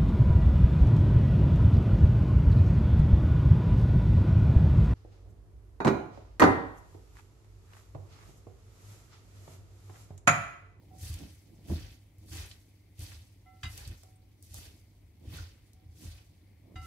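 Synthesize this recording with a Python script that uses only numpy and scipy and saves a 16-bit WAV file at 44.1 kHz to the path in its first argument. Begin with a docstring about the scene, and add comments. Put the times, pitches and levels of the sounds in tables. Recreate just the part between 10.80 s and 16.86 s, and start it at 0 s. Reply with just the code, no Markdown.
"""Tossing shredded cabbage

Gloved hands toss shredded cabbage in a glass bowl, scoop after scoop, close by in a small kitchen.
Crowds of tiny noise ticks make the crisp rustle, wet squelch and glove rubbing; short noise bursts
make the snaps, squirts, slaps and bracelet. Fading tones make the bowl ring and its board thump.
An appliance hums underneath, made of unsteady tones and filtered noise."""
import sys
import numpy as np
from scipy import signal
from scipy.fft import rfft, irfft, next_fast_len
from scipy.io import wavfile

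SR = 44100
rng = np.random.default_rng(int(sys.argv[2]) if len(sys.argv) > 2 else 0)


def dump_mix(stems):
    """Bounce the given channels to the path in sys.argv[1] as a 16-bit WAV at rate SR."""
    frames = np.atleast_2d(stems).T  # one column per channel
    limited = np.clip(frames, -1, 1)  # hard clip at full scale
    pcm = np.round(limited * 32767).astype(np.int16)
    wavfile.write(sys.argv[1], SR, pcm)


N = 267246  # length in samples

# Each scoop swells until the handful lands, is pressed, then settles; levels are before layer trims:
# (landing t/s, swell t/s, pressing t/s, settling t/s,
#  crisp rustle level/dB, wet squeeze level/dB, weight on the bowl level/dB, glove rubbing level/dB)
SCOOPS = [(.228, .095, .23, .25, -53, -57, -42.5, -63), (.903, .095, .15, .21, -59.5, -55, -41, -40.5),
          (1.533, .085, .11, .185, -51, -52.3, -41.5, -52), (2.205, .052, .143, .2, -55, -57, -46.5, -60),
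          (2.954, .17, .125, .205, -56, -55.5, -46.5, -60), (3.77, .13, .09, .17, -54.5, -56.7, -46, -58.5),
          (4.538, .11, .07, .19, -59.5, -52, -40, -52.5), (5.225, .115, .15, .2, -59, -61.5, -48, -61),
          (6.055, .11, .1, .2, -62, -59, -43, -56)]
# How a layer follows a scoop; the board and the gloves have a row like these too:
# (lag t/s, rise in the swell level/dB, share of the pressing time held, settling time multiple,
#  fall per doubling of (1 + time / settling time) level/dB, idle level/dB)
CRISP_SHAPE = (.001, 23, .19, 1.25, 20, -90)
WET_SHAPE = (.008, 24, .85, 1.56, 32.5, -82)
# Fingers dig in, or loose shreds trickle down, between scoops: (t/s, crisp rustle level/dB)
STIRS = [(.02, -79), (.5, -70), (.735, -76), (1.11, -70), (1.39, -75), (2.87, -65), (3.17, -70),
         (3.26, -73), (3.63, -66), (4.84, -78)]
# Tone colour of the wet squeeze: (f/Hz, relative level/dB per Hz)
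WET_COLOUR = [(200, -39), (400, -0.5), (700, -2), (1050, -4.5), (1600, -2), (2800, 1.5), (4300, 0),
              (6000, -3.5), (10000, -26), (16000, -23.5)]
# Tone colour of the crisp rustle: (f/Hz, relative level/dB per Hz)
CRISP_COLOUR = [(800, -43), (2500, -10), (4500, 0.5), (7000, 0), (10000, 0), (13000, 0), (15500, -10.5)]


def shreds():
    """Dry edges scrape and wet films part; harder handling sets more shreds slipping."""
    *_, crisp_peaks, wet_peaks, _, _ = np.transpose(SCOOPS)
    wet_db = handling(wet_peaks, WET_SHAPE)
    crisp_db = handling(crisp_peaks, CRISP_SHAPE, STIRS)
    slips = 3500 * amp(.4 * (wet_db - wet_db.max())) + 1400  # per second in each crisp band
    jerks_db = 1.03 * wobble(70, np.arange(N) / SR)
    wet_ticks = grains(slips / 2, 312, 8800, size_db=3.0, clump_db=3.5, count=7)
    wet = amp(wet_db + jerks_db - 1.46) * spread(wet_ticks, WET_COLOUR)
    crisp_ticks = grains(slips, 1700, 16900, size_db=1.5, clump_db=2.05, count=6)
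    crisp = amp(crisp_db + jerks_db + 1.18) * spread(crisp_ticks, CRISP_COLOUR)
    # a sparser layer of crunchy ticks, about 120 a second, stands out of the rustle
    crunch_ticks = grains(40, 1800, 12000, size_db=1, clump_db=2.5, count=3)
    crunch = amp((wet_db + crisp_db) / 2 - 8.5) * unit(crunch_ticks)
    return wet + crisp + crunch


# Thick shreds snapping: (t/s, level/dB before the shared trim, pitch f/Hz)
SNAPS = [(.229, -39, 8000), (.303, -40, 10000), (.341, -32.5, 6960), (.389, -40.5, 5000),
         (1.384, -53, 9000), (1.571, -36, 7000), (1.713, -37, 3070), (2.193, -37.5, 9500),
         (2.318, -43.5, 2000), (2.977, -31, 8000), (3.076, -34.5, 6900), (3.234, -42, 8060),
         (3.626, -38.5, 10200), (3.743, -28.5, 8500), (4.69, -50, 4500), (4.933, -48.5, 7000)]
# Juice squirting through narrow gaps: (t/s, level/dB before the shared trim, pitch f/Hz)
SQUIRTS = [(1.66, -46, 9700), (3.051, -43.5, 4270), (3.358, -55, 8950), (4.538, -41, 3970),
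           (4.586, -41.5, 1430)]
# Wet handfuls slapping down: (t/s, level/dB before the shared trim, pitch f/Hz)
SLAPS = [(.405, -48, 380), (.899, -35.5, 500), (1.555, -48, 600), (2.228, -52, 680), (2.985, -48, 600),
         (3.234, -48.5, 600), (3.743, -46, 620), (4.413, -53.5, 350)]


def snaps(life=1.0, trim_db=-8):
    """A short burst around the pitch of each snap, squirt or slap; narrow, low ones last longest."""
    out, t = np.zeros((2, N)), np.arange(SR // 8) / SR
    # the second number is the relative width of the band of noise
    for events, width in (SNAPS, .57), (SQUIRTS, .095), (SLAPS, .45):
        for s, db, pitch_hz in events:
            band = lambda hz: np.exp(-.5 * (np.log((hz + 1) / pitch_hz) / width) ** 2)
            burst = unit(filtered(rng.standard_normal((2, len(t))), band))
            t60 = life / np.sqrt(pitch_hz * width)
            add(out, s, amp(db + trim_db) * burst * fade(t, t60))
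    return out


# The bracelet's links clacking against the bowl: (t/s, level/dB before the rise and fade)
CLACKS = [(2.831, -34.8), (5.957, -51)]
# Tone colour of the links: (f/Hz, relative level/dB per Hz)
LINK_COLOUR = [(400, -20), (1100, -2.5), (1500, 0.5), (2200, -2.5), (3000, -0.5), (4300, -12),
               (7300, -13.5), (12000, -28)]


def bracelet(t60=0.077):
    """Many small links land almost together: one noise burst that rises fast and fades."""
    out, t = np.zeros((2, N)), np.arange(SR // 4) / SR
    for s, db in CLACKS:
        links = filtered(rng.standard_normal((2, len(t))), lambda hz: amp(along(LINK_COLOUR, hz)))
        add(out, s, amp(db) * unit(links) * fade(t, t60) * (1 - np.exp(-t / 0.0024)))
    return out


# Touches on the rim: (t/s, relative level/dB, hardness f/Hz, tilt level/dB per octave,
# place round the rim in rad, share of the free ringing time)
TOUCHES = [(.103, -47.5, 760, -6, 1.55, .85), (2.657, -55, 2200, -4.5, 1.53, 1.4),
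           (2.831, -53.5, 8000, 4.5, 1.45, .42), (2.852, -57, 4520, 7.5, 1.57, 0.4),
           (3.234, -65.5, 910, 1, 1.6, 2.1), (4.934, -68.5, 900, -9, 1.3, 2),
           (5.956, -49.5, 6030, -.8, .17, 1), (6.018, -52, 2500, -2, 1.9, 1.2)]
# Notes of the glass bowl: first its rocking note, then rim notes, each with one more wave:
# (f/Hz, relative level/dB, free time to fade by 60 dB t/s)
GLASS = [(1018, -12, .2), (751, -4, .42), (1341, 1.5, .48), (2045, -1.5, .4), (2862, 0, .36),
         (3792, -2, .34), (4822, -6, .32), (5954, -16, .22), (7197, -19, .25)]


def rim(node_share=0.48, waver_db=0.5, chatter_db=-7, chatter_t60=.06):
    """Soft touches favour the bowl's low notes, hard ones reach the high ones; hands change the fade."""
    out, t = np.zeros((2, N)), np.arange(SR // 3) / SR
    for s, db, hard_hz, tilt_db, place, free in TOUCHES:
        # a soft touch is also a slow one
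        rise = 1 - np.exp(-t * hard_hz / 13)
        for waves, (hz, level, t60) in enumerate(GLASS, 1):
            # a note is weak when it is struck near one of its still points, or too softly
            shape = np.hypot(node_share, np.cos(waves * place)) / np.hypot(1, (hz / hard_hz) ** 4)
            tilt = tilt_db * np.log2(hz / GLASS[1][0])
            gain = amp(db + level + tilt) * shape * rise
            # sliding fingers make the note waver; chatter at the contact blurs its start
            ring = amp(waver_db * wobble(50, t)) * fade(t, t60 * free)
            shaking = np.array([wobble(300, t), wobble(520, t)])
            chatter = amp(chatter_db) * shaking * fade(t, chatter_t60)
            note = np.sin(2 * np.pi * hz * t + 0.47 * wobble(72, t))
            add(out, s, gain * (ring + chatter) * note)
    return out


# The bowl bumping on its board: (t/s, relative level/dB, hardness f/Hz)
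BUMPS = [(.228, -35, 100), (.297, -29, 89), (.896, -27, 450), (.911, -27.5, 230), (1.379, -44.5, 120),
         (1.512, -43, 150), (2.19, -35.5, 150), (2.837, -31.5, 133), (3.071, -30.5, 78), (3.712, -42, 120),
         (4.472, -34.5, 170), (5.06, -41, 98), (5.251, -38, 130), (5.957, -35.5, 120)]
# Notes of the board and worktop, before slight detuning:
# (f/Hz, relative level/dB, time to fade by 60 dB t/s)
BOARD = [(49.6, -8, 0.34), (81.7, 2, 0.26), (103.6, -2.5, 0.28), (146, -15, 0.04), (189, -7.5, 0.18),
         (252, -7.5, .12), (311.5, -6.5, 0.18), (407, -11.5, 0.14), (678, -8.5, 0.1)]
# How the rumble follows a scoop: same columns as CRISP_SHAPE
RUMBLE_SHAPE = (.015, 15, .85, .83, 22, -59.5)
# Tone colour of the rumble: (f/Hz, relative level/dB per Hz)
RUMBLE_COLOUR = [(20, -37), (35, -14), (50, -2.5), (62, -5.5), (80, 4.5), (105, -2.5), (135, -15),
                 (250, -45)]


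def board():
    """The hands push the bowl about: a dull rumble, and bumps that ring the board."""
    *_, weights, _ = np.transpose(SCOOPS)
    out = amp(handling(weights, RUMBLE_SHAPE) - 2.5) * noise(RUMBLE_COLOUR)
    t = np.arange(SR // 2) / SR
    for s, db, hard_hz in BUMPS:
        ring = np.zeros(len(t))
        for hz, level, t60 in BOARD:
            # a soft bump reaches only the lowest notes
            gain = amp(level) / np.hypot(1, (hz / hard_hz) ** 2)
            detune = rng.normal(1, 0.017)
            ring += gain * fade(t, t60) * np.sin(2 * np.pi * hz * detune * t)
        add(out, s, amp(db) * ring * (1 - np.exp(-t / 0.0046)))
    return out


# How the rubbing follows a scoop: same columns as CRISP_SHAPE
RUB_SHAPE = (.001, 42, .19, .5, 18, -70.5)
# A glove slides along the bowl between scoops: (middle t/s, half length t/s, level/dB)
SLIDES = [(.12, .12, -59.5), (.435, .043, -49.5), (.76, .065, -58), (1.45, .035, -60), (3.115, .03, -60),
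          (3.92, .06, -64), (4.46, .03, -57), (5.245, .03, -56), (5.915, .065, -58.5)]
# Tone colour of the rubbing: (f/Hz, relative level/dB per Hz)
RUB_COLOUR = [(90, -25), (140, 2), (190, -2), (230, -6), (310, 0), (380, -10.5), (470, -14), (650, -16),
              (1100, -27), (3000, -59)]


def gloves():
    """Gloves rub on the bowl under the weight of each scoop, and as they slide round for the next."""
    t = np.arange(N) / SR
    *_, rub_peaks = np.transpose(SCOOPS)
    pressing = amp(handling(rub_peaks, RUB_SHAPE))
    sliding = sum(amp(db) * np.exp(-.5 * ((t - s) / half_s) ** 2) for s, half_s, db in SLIDES)
    ticks = grains(700, 78.0, 1160, size_db=2.5, clump_db=2.0, count=3)
    return np.hypot(pressing, sliding) * spread(ticks, RUB_COLOUR)


# Tones of the appliance: (f/Hz, rms level/dB before its wobble)
HUM = [(47, -73), (100, -61.5), (300, -83.5)]
# Tone colour of the air noise: (f/Hz, relative level/dB per Hz)
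AIR_COLOUR = [(20, -25), (45, 7.5), (100, -1.5), (135, -6), (300, -10), (470, -19), (850, -24),
              (1400, -31.5), (1850, -33.5), (2200, -48), (3000, -29.5), (7000, -39), (11000, -32.5),
              (15500, -33)]


def appliance():
    """A slightly unsteady hum over soft air noise, with a thin uneven whirr mostly on the left."""
    t = np.arange(N) / SR
    hum = np.zeros(N)
    for hz, db in HUM:
        level = amp(db + wobble(2.74, t)) * np.sqrt(2)
        hum += level * np.sin(2 * np.pi * hz * t + 0.46 * wobble(4.02, t))
    whirr_band = lambda hz: 1 / (1 + ((hz - 2170) / 280) ** 2)
    whirr = unit(filtered(rng.standard_normal(N), whirr_band)) * amp(2.2 * wobble(7, t))
    return hum + amp(-64.5) * noise(AIR_COLOUR) + amp([[-78], [-90]]) * whirr


# How long the room sounds: (f/Hz, time to fade by 60 dB t/s)
KITCHEN = [(200, 0.35), (2000, 0.24), (12000, 0.075)]


def kitchen(x):
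    """The room's short answer: fading noise, faster in the treble and unrelated in the two channels."""
    hz, t, z = signal.stft(rng.standard_normal((2, SR // 2)), SR, nperseg=256)
    fading = z * fade(t, along(KITCHEN, hz)[:, None])
    tail = signal.istft(fading, SR, nperseg=256)[1]
    return signal.fftconvolve(x, tail / np.linalg.norm(tail[0]), axes=1)[:, :N]


# Timing shared by all the small stirs: (swell t/s, pressing t/s, settling t/s)
STIR_TIMING = (.025, .2, .07)


def handling(peaks_db, shape, stirs=()):
    """Level in dB of one layer through the scoops and small stirs, over the idle movement of the fingers."""
    t = np.arange(N) / SR
    moves = [(db, scoop[:4]) for db, scoop in zip(peaks_db, SCOOPS)]
    moves += [(db, (s, *STIR_TIMING)) for s, db in stirs]
    power = sum((amp(db) * swell(t, timing, shape)) ** 2 for db, timing in moves)
    return 10 * np.log10(power + amp(shape[-1]) ** 2)


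def swell(t, timing, shape, sag_db_per_s=12):
    """One movement: it rises, sags as the handful gives way, and dies ever more slowly as it settles."""
    s, swell_s, press_s, settle_s = timing
    lag_s, rise_db, held, slowness, fall_db, _ = shape
    age, hold_s = t - s - lag_s, held * press_s
    early, pressed = np.maximum(-age, 0), np.clip(age, 0, hold_s)
    late = np.maximum(age - hold_s, 0)
    settling_db = fall_db * np.log2(1 + late / (slowness * settle_s))
    return amp(-rise_db * early / swell_s - sag_db_per_s * pressed - settling_db)


def grains(slips, low_hz, high_hz, size_db, clump_db, count):
    """Ticks at `slips` a second in each band; the `count` bands each have their own pitch and clumps."""
    edges = np.geomspace(low_hz, high_hz, count + 1)
    rate = slips * np.ones(N)
    passed = np.cumsum(rate) / SR
    out = np.zeros((2, N))
    for band in zip(edges, edges[1:]):
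        at = np.searchsorted(passed, rng.uniform(0, passed[-1], int(passed[-1])))
        size, left, right = rng.standard_normal((len(at), 3)).T
        clumps = wobble(60, at / SR)
        # dividing by the rate keeps the power steady as the ticks thicken
        gain = amp(size_db * np.clip(size, -2, 2) + clump_db * clumps) / np.sqrt(rate[at])
        ticks = [np.bincount(at, gain * ear, N) for ear in (left, right)]
        out += signal.sosfilt(signal.butter(2, band, "bandpass", fs=SR, output="sos"), ticks)
    return out


# How alike left and right are: (f/Hz, likeness from 0 to 1)
ALIKE = [(60, 1), (130, 0.92), (290, 0.81), (640, 0.46), (1400, 0.43), (3100, 0), (7000, 0)]


def spread(pair, spectrum):
    """Colour two unrelated signals into stereo of rms 1, with the bass near mono."""
    turn = lambda hz: np.arccos(np.clip(along(ALIKE, hz), -1, 1)) / 2
    split = lambda hz: amp(along(spectrum, hz)) * [np.cos(turn(hz)), np.sin(turn(hz))]
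    mid, side = filtered(pair, split)
    return unit(np.array([mid + side, mid - side]))


def noise(spectrum):
    """Smooth stereo noise of rms 1."""
    return spread(rng.standard_normal((2, N)), spectrum)


def amp(db):
    """Decibels to gain."""
    return 10 ** (np.asarray(db) / 20)


def unit(x):
    """Scale to rms 1."""
    return x / np.sqrt(np.mean(x ** 2) + 1e-20)


def along(points, hz):
    """Read a curve of (f/Hz, value) points on a log frequency axis."""
    f, v = np.transpose(points)
    return np.interp(np.log(hz + 1), np.log(f + 1), v)


def wobble(rate, t):
    """A random curve at times t, with `rate` random points a second joined by straight lines."""
    knots = rng.standard_normal(int(t.max() * rate) + 2)
    return np.interp(t * rate, np.arange(len(knots)), knots)


def fade(t, t60):
    """Exponential decay, 60 dB down at t60 seconds."""
    return np.exp(-np.log(1000) * t / t60)


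def filtered(x, response):
    """Multiply the spectrum of x by a response of frequency."""
    n = x.shape[-1]
    m = next_fast_len(n + 8192)  # spare room so the end does not wrap onto the start
    return irfft(rfft(x, m) * response(np.fft.rfftfreq(m, 1 / SR)), m)[..., :n]


def add(track, s, sound):
    """Mix a sound into a track at time s in seconds."""
    part = track[..., round(s * SR):][..., :sound.shape[-1]]
    part += sound[..., :part.shape[-1]]


# Stereo balance of the salad and bowl: (f/Hz, left minus right level/dB)
LEAN = [(100, 0), (380, -4.5), (1200, -2.5), (2400, 4), (4400, -3.5), (8000, 0.5), (15000, 2.5)]


def scene():
    """The salad and its bowl in the room, over the hum; gloves and board stay out of the room's answer."""
    near, cracks, ring = shreds() + bracelet(), snaps(), rim()
    # the sharp snaps and the rim send less into the room
    answer = kitchen(amp(-3.5) * near + amp(-6) * cracks + amp(-6.5) * ring)
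    salad = near + cracks + ring + answer + gloves() + board()
    leaning = filtered(salad, lambda hz: amp(np.outer([.5, -.5], along(LEAN, hz))))
    return leaning + appliance()


def record(dry, top_hz=15750):
    """The microphone sheds the deepest bass; nothing passes above the band limit."""
    thin = signal.sosfilt(signal.butter(3, 36, "highpass", fs=SR, output="sos"), dry)
    return filtered(thin, lambda hz: hz < top_hz)


dry = scene()
out = record(dry)
dump_mix(out)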